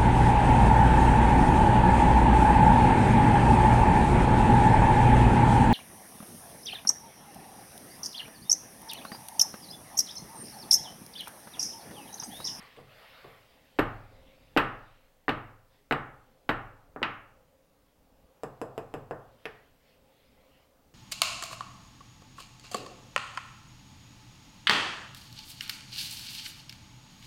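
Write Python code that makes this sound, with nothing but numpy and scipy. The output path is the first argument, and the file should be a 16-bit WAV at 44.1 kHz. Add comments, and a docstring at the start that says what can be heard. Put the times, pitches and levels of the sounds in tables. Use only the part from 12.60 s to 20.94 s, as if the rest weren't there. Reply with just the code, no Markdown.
"""A plastic kitchen scale is pushed aside on a stone counter: scraping noise, and bumps where its feet catch.
A batter-filled cake pan is then rapped down six times, rim first and then flat. A spatula is knocked on a bowl's
rim five times, and its handle drops against the rim. Each blow is a pulse built from quickly dying tones; it shakes
the counter and echoes in a hard-walled kitchen. Throughout there is shaped noise: quiet hum, faint rustle and
microphone hiss."""
import sys
import numpy as np
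from scipy import signal
from scipy.io import wavfile
from scipy.ndimage import uniform_filter1d

SR = 44100
rng = np.random.default_rng(int(sys.argv[2]) if len(sys.argv) > 2 else 0)


def dump(signal):
    """Clip the signal to [-1, 1] and save it as 16-bit WAV at the path in sys.argv[1]."""
    limited = np.clip(np.atleast_2d(signal).T, -1, 1)
    pcm = np.round(limited * 32767).astype(np.int16)
    wavfile.write(sys.argv[1], SR, pcm)


N = 367794  # length in samples


def gain_of(db):
    """Turns decibels into a factor."""
    return 10 ** (np.asarray(db) / 20)


def evened(x):
    """Scales a signal to an rms of 1."""
    return x / np.sqrt(np.mean(x ** 2) + 1e-20)


def read(points, hz, axis=1):
    """Reads one column of a table at any frequency, with straight lines on a log-frequency axis."""
    table = np.transpose(points)
    return np.interp(np.log(hz + 1), np.log(table[0] + 1), table[axis])


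def add(mix, s, sound):
    """Mixes a sound in at s seconds, cutting it off at the end of the mix."""
    part = mix[round(s * SR):][:len(sound)]
    part += sound[:len(part)]


def pan_raps():
    """The batter-filled pan meets the stone rim first and then flat; the batter damps its tones quickly."""
    # Every touch of the pan on the stone.
    # Each row: start in seconds, then thud, clack, crack, tick and counter level in dB.
    raps = [(1.1884, -23, -15.5, -17, -40, -56), (1.1918, -16, -23, -15.5, -37, -39.5),
            (1.194, -23.5, -17.5, -23, -35.5, -34), (1.9648, -12.5, -12.5, -28, -54, -44.5),
            (1.9737, -25.5, -20, -7.5, -28, -33.5), (1.9773, -26, -8, -8, -30.5, -41),
            (2.6818, -22, -12, -19.5, -49.5, -50.5), (2.6924, -19, -21, -9.5, -36, -35.5),
            (3.3108, -19.5, -11.5, -17, -39, -41), (3.3244, -18.5, -16, -13.5, -35.5, -37),
            (3.8915, -17, -13, -15, -44, -33.5), (3.8941, -22.5, -14, -13, -33, -41.5),
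            (4.3617, -30, -29, -54, -64, -53), (4.4183, -23, -29.5, -48, -63, -44.5),
            (4.4295, -27, -12.5, -7.5, -43, -47.5)]
    # Tones of the pan. Each row: frequency in Hz, relative strength in dB, time to fall by 60 dB in seconds.
    pan = [(293, 4, 0.031), (447.3, 3, 0.018), (600, 0.5, 0.015), (806, -2.5, 0.02), (1110, 0, 0.0054),
           (1270, 0, 0.0077), (1447, -7, 0.012), (1810, 1, 0.0061), (2220, -3, 0.0072), (2770, 1.5, 0.0047),
           (3440, -4, 0.0011), (3780, -11.5, 0.0045), (4760, -16, 0.0021), (8130, -2.5, 0.0025),
           (11550, -4, 0.0028), (13300, 1, .0025), (14700, -10.5, .002)]
    return blows(raps, pan, [650, 1000, 1700, 2500, 5200, 7000],
                 shake_db=-6.5, chatter=0.13, chatter_s=0.0035)


def spatula_knocks():
    """The spatula hits the bowl's rim to shake batter off; batter in the bowl damps its tones."""
    # Each row: start in seconds, then thud, clack, crack, tick and counter level in dB.
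    knocks = [(5.8347, -23, -24.5, -37, -40.5, -47), (6.0157, -22.5, -26.5, -37, -39, -47.5),
              (6.179, -22, -26.5, -38, -40.5, -49), (6.34, -23, -27, -37.5, -42, -44),
              (6.51, -25, -21, -45, -51, -46)]
    # Tones of the bowl. Each row: frequency in Hz, relative strength in dB, time to fall by 60 dB in seconds.
    bowl = [(294, -6.5, 0.043), (467, 4.5, 0.02), (690, 3.5, 0.011), (1070, 2.5, 0.005), (1630, -6, 0.005),
            (1800, -17.5, 0.015), (2680, 7, 0.005), (3630, -7.5, 0.0055), (5060, -4.5, 0.0077),
            (7780, 5, 0.003), (11000, 1.5, 0.0021), (13100, -1.5, 0.0033)]
    return blows(knocks, bowl, [800, 1200, 1800, 2500, 5500, 7000],
                 shake_db=-8.0, chatter=0.06, chatter_s=0.006)


def handle_drop():
    """The spatula, let go, drops its handle against the rim and makes the handle's tones ring."""
    # Each row: start in seconds, then thud, clack, crack, tick and counter level in dB.
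    drop = [(6.8553, -29, -24.5, -22.5, -42.5, -55.5)]
    # Tones of the handle. Each row: frequency in Hz, relative strength in dB, time to fall by 60 dB in seconds.
    handle = [(443, -1, 0.047), (700, 1.5, 0.015), (1240, 0, 0.0026), (1840, 0.5, 0.0069),
              (2500, 1.5, 0.0051), (3120, 2.5, 0.0022), (5170, -7, 0.002), (7500, -4, 0.0033),
              (11000, 2, 0.0043), (12200, -4, .003)]
    return blows(drop, handle, [800, 1200, 1900, 2500, 5500, 7000],
                 shake_db=-3.5, chatter=0.16, chatter_s=0.004)


def scale_bumps():
    """The scale's feet catch on the stone as it slides, and each catch makes its body ring."""
    # Each row: start in seconds, then thud, clack, crack, tick and counter level in dB.
    bumps = [(.0265, -64, -43, -52, -55.5, -72), (.165, -68.5, -52, -40.5, -60, -62),
             (.174, -50, -59, -58, -64, -71), (.187, -47.5, -48, -52, -65, -70),
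             (.202, -53.5, -50.5, -51, -65, -57), (.6446, -43.5, -41.5, -50, -65.5, -56.5)]
    # Tones of the scale. Each row: frequency in Hz, relative strength in dB, time to fall by 60 dB in seconds.
    scale = [(303, -14, 0.023), (473, 12, 0.021), (715, 3, 0.014), (1120, -2, 0.019), (2020, 0, 0.0039),
             (3210, 2, 0.003), (9060, 8, 0.0024)]
    return blows(bumps, scale, [800, 1000, 1500, 2300, 5000, 7000],
                 shake_db=-8.5, chatter=0.13, chatter_s=0.008)


def blows(events, modes, split_hz, shake_db, chatter, chatter_s):
    """Each blow rings the body's tones (modes) band by band and moves the counter.

    Returns five rows: the direct sound, what goes out into the room from three spots in turn, and the counter.
    """
    # The slab shakes below 50 Hz and the cupboard booms above.
    # Each row: frequency in Hz, strength in dB before shake_db and the blow, time to fall by 60 dB in seconds.
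    counter_modes = [(21, -7, 2.1), (31, -4.5, 0.7), (36.7, -8.5, .6), (66, -11.5, 0.36),
                     (80.6, -11.5, 0.34), (104.6, -7, 0.76), (127, -4.5, 0.54), (141.3, 1, 0.34),
                     (194, -6.5, 0.23)]
    body, spread, slab = np.zeros(N), np.zeros((3, N)), np.zeros(N)
    hz = np.transpose(modes)[0]
    low_hz = np.transpose(counter_modes)[0]
    slab_db = np.where(low_hz < 50, shake_db, 0)
    counter = ring(counter_modes, 1.5)
    # The spot struck favours some modes, by a few dB.
    spots = 1.5 * rng.standard_normal((len(events), len(modes) + len(counter_modes)))
    jolts = rng.standard_normal((len(events), 1024))
    chatter_fade = np.exp(-np.arange(1024) / (chatter_s * SR))
    for k, (event, spot, jolt) in enumerate(zip(events, spots, jolts)):
        s, thud_db, clack_db, crack_db, tick_db, counter_db = event
        # Thud, clack, crack and tick are four bands from low to high, blended between the split points.
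        band_db = [thud_db, clack_db, clack_db, crack_db, crack_db, tick_db]
        db = np.interp(np.log(hz), np.log(split_hz), band_db)
        pulse = strike(modes, gain_of(db + spot[:len(modes)]), contact_hz=3000, size_hz=208)
        contact = chatter * jolt * chatter_fade  # the body chatters as it settles
        contact[0] = 1
        add(body, s, signal.fftconvolve(pulse, contact / np.linalg.norm(contact)))
        add(spread[k % 3], s, pulse)
        add(slab, s, gain_of(counter_db + slab_db + spot[len(modes):]) @ counter)
    return np.vstack([body, spread, slab])


def strike(modes, gains, contact_hz, size_hz):
    """The sharpest pulse that starts at the blow and holds all the damped modes, added in power."""
    hz, db, t60 = np.transpose(modes)[:, :, None]
    f = np.abs(np.fft.fftfreq(4096, 1 / SR)) + 1
    rate = np.log(1000) / t60
    # Each damped mode is a resonance peak in the spectrum.
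    resonance = SR * 2 * np.pi * hz / np.abs((2j * np.pi * f + rate) ** 2 + (2 * np.pi * hz) ** 2)
    peaks = gains[:, None] * gain_of(db) * resonance
    peaks = peaks / (1 + np.maximum(f - hz, 0) / contact_hz) ** 2  # a contact of finite length adds no treble
    size = 1 / (1 + (size_hz / f) ** 2)  # a small body radiates little bass
    log_gain = np.log(np.sqrt((peaks ** 2).sum(0)) * size + 1e-9)
    # Minimum phase: the loudness of each frequency sets its timing, so the energy comes as early as it can.
    spectrum = np.exp(np.conj(signal.hilbert(log_gain)))
    return -np.fft.ifft(spectrum).real[:2048]


def ring(modes, length):
    """Dying sines of a heavy body, one row a mode; it takes a few milliseconds to get moving."""
    hz, db, t60 = np.transpose(modes)[:, :, None]
    t = np.arange(round(length * SR)) / SR
    rise = 1 - np.exp(-t / 0.0052)
    return rise * gain_of(db - 60 * t / t60) * np.sin(2 * np.pi * hz * t)


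def kitchen(x):
    """Hard walls answer with sparse echoes of random sign, each frequency band dying at its own speed."""
    # Each row: frequency in Hz, time to fall by 60 dB in seconds, echo level in dB before the near boost.
    echo_bands = [(100, .55, 6.5), (292.6, 0.46, -9), (707.6, 0.57, -2), (1400, 0.55, 1), (2580, 0.5, -8.5),
                  (4630, 0.32, -9), (8350, 0.35, -8), (13000, 0.2, -9.5)]
    taps = np.zeros(SR)
    at = np.arange(160, SR - 20, 20)  # one echo in every 20 samples
    taps[at + rng.integers(0, 20, len(at))] = rng.choice([-1., 1.], len(at))
    hz, t, z = signal.stft(taps, SR, nperseg=256)
    t60 = read(echo_bands, hz)[:, None]
    level_db = read(echo_bands, hz, axis=2)[:, None]
    echo_power = t60 * SR / 20 / (6 * np.log(10))  # long tails hold more echoes; this evens the bands
    decay = gain_of(level_db - 60 * t / t60) / np.sqrt(echo_power)
    near = np.sqrt(1 + 5.5 * np.exp(-t / 0.014))  # the counter, tiles and bowls close by echo first and loudest
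    tail = signal.istft(z * decay * near, SR, nperseg=256)[1]
    return signal.fftconvolve(x, tail)[:N]


def scrape():
    """The sliding scale makes rough noise; each push swells in, holds, and fades as the scale slows."""
    # Each row: start in seconds, length in seconds, scraping level in dB.
    pushes = [(-.08, 0.103, -57), (0.255, 0.449, -57.5)]
    # Tone colour of the scraping. Each row: frequency in Hz, relative level in dB per Hz.
    scrape_colour = [(59, -30.5), (100, 2.5), (160, -1.5), (289, -26), (471, -0.5), (676, 5.5), (854, -2),
                     (1150, 0.5), (1800, 2), (4670, -14), (6560, -29), (13200, -17.5), (16000, -27.5)]
    rise_s, fade_db_per_s = 0.061, 61.5
    start, length, db = np.transpose(pushes)[:, :, None]
    t = np.arange(N) / SR - start
    fade_db = fade_db_per_s * np.maximum(t - length, 0)
    push = np.clip(t / rise_s, 0, 1) * gain_of(db - fade_db)
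    return push.max(0) * noise(scrape_colour, patchy_db=2.5)


def noise(spectrum, patchy_db):
    """Coloured noise of rms 1 whose loudness drifts in patches of time and frequency."""
    frames, hz = N // 256 + 5, np.fft.rfftfreq(1024, 1 / SR)
    a, b, patches = rng.standard_normal((frames, 513, 3)).T
    patches = uniform_filter1d(patches, size=10, axis=0)  # smooth over frequency
    patches = evened(uniform_filter1d(patches, size=16, axis=1))  # and over time
    z = (a + 1j * b) * gain_of(read(spectrum, hz)[:, None] + patchy_db * patches)
    return evened(signal.istft(z, nperseg=1024, noverlap=768)[1][:N])


def rustle():
    """Moving hands and clothes make soft swells of noise over a faint steady floor."""
    # Each row: middle in seconds, half length in seconds, rustle level in dB.
    moves = [(0.013, 0.22, -62.5), (0.535, 0.15, -63), (1.227, 1, -69), (1.795, .12, -74), (2.297, .2, -70),
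             (3.16, 0.063, -71.5), (3.69, .12, -77), (5.292, 0.035, -78.5), (6.905, 0.17, -67),
             (7.29, 0.079, -68), (7.693, 0.27, -72), (7.99, 0.077, -73)]
    # Tone colour of the rustle. Each row: frequency in Hz, relative level in dB per Hz.
    rustle_colour = [(700, -26), (1300, -7.5), (2000, 3), (3200, 0.5), (5200, -7), (6300, -23.5),
                     (9000, -41)]
    t = np.arange(N) / SR
    swells = sum(gain_of(db) * np.exp(-((t - s) / half) ** 2) for s, half, db in moves)
    floor_db = -83.5
    return (gain_of(floor_db) + swells) * noise(rustle_colour, patchy_db=3.0)


def hum():
    """Low noise with wavering bands in it, whose level slowly rises and falls."""
    # Each row: time in seconds, hum level in dB before its two parts are balanced.
    hum_level = [(0, -70), (1.1, -70.5), (1.55, -63.5), (2, -67), (2.9, -71), (3.8, -67), (4.2, -63.5),
                 (5.1, -68.5), (5.6, -66), (6.3, -61.5), (7.2, -68.5), (8.34, -66.5)]
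    # Tone colour of the hum. Each row: frequency in Hz, relative level in dB per Hz.
    hum_colour = [(12, -39.5), (20, -7.5), (54, 3), (75, -16.5), (135, -5.5), (165, -11.5), (187, -12.5),
                  (270, -5), (307, -16.5), (349, -23), (513, -8.5), (628, -18.5), (701, -14.5),
                  (1150, -19.5), (1600, -27), (2080, -52), (3520, -120)]
    t = np.arange(N) / SR
    level = gain_of(np.interp(t, *np.transpose(hum_level)))
    return level * (gain_of(3.0) * noise(hum_colour, patchy_db=2.5) + gain_of(-4.0) * drone())


def drone():
    """Narrow bands of noise that come and go inside the hum."""
    # Each row: middle frequency in Hz, width in Hz, relative level in dB before the swell.
    drone_bands = [(147, 33, -6.5), (280, 25, -5.5), (412, 24, -6.5), (531, 37, 1), (662, 90, -4.5),
                   (820, 28, -9.5)]
    out = np.zeros(N)
    for hz, width, db in drone_bands:
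        edges = [hz - width / 2, hz + width / 2]
        band_filter = signal.butter(1, edges, "band", fs=SR, output="sos")
        band = signal.sosfilt(band_filter, rng.standard_normal(N))
        swell = evened(uniform_filter1d(rng.standard_normal(N), size=8000))
        out += gain_of(db + 2.5 * swell) * evened(band)
    return out


def hiss():
    """Microphone hiss: noise at a steady level."""
    # Tone colour of the hiss. Each row: frequency in Hz, relative level in dB per Hz.
    hiss_colour = [(900, -6.5), (1800, -6), (3000, -7.5), (6300, -11), (9500, -12.5), (13000, -10.5),
                   (15500, -10), (16000, -3)]
    return gain_of(-67) * noise(hiss_colour, patchy_db=1.2)


def scene():
    """Blows and their kitchen echoes, the slab heard through the stand, the scraping and the background."""
    hits = pan_raps() + spatula_knocks() + scale_bumps() + handle_drop()
    direct, *spread, slab = hits
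    echoes = sum(map(kitchen, spread + [gain_of(-4.0) * slab]))
    background = hum() + rustle() + hiss()
    return (direct + echoes + slab + scrape() + background)[None]


def record(dry):
    """A slow gain control sinks under loud blows, the input rounds off high peaks, and the top treble is cut."""
    threshold_db, share, memory_s, settle_s = -41, 0.43, 2.4, 0.08  # share: part of the excess dB removed
    keep = np.exp(-1 / (memory_s * SR))
    power = signal.lfilter([1 - keep], [1, -keep], dry ** 2)
    excess_db = 10 * np.log10(1 + power / gain_of(2 * threshold_db))  # bends in softly around the threshold
    settle = np.exp(-1 / (settle_s * SR))
    smooth_db = signal.lfilter([1 - settle], [1, -settle], excess_db)
    ducked = dry / gain_of(share * smooth_db)
    ceiling = 0.45  # peaks approach this value but never pass it
    rounded = ducked / (1 + np.abs(ducked / ceiling) ** 3) ** (1 / 3)
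    low_pass = signal.firwin(511, 15950, window=("kaiser", 9), fs=SR)  # edge in Hz
    return signal.oaconvolve(rounded, low_pass[None], "same")


dry = scene()
out = record(dry)
dump(out)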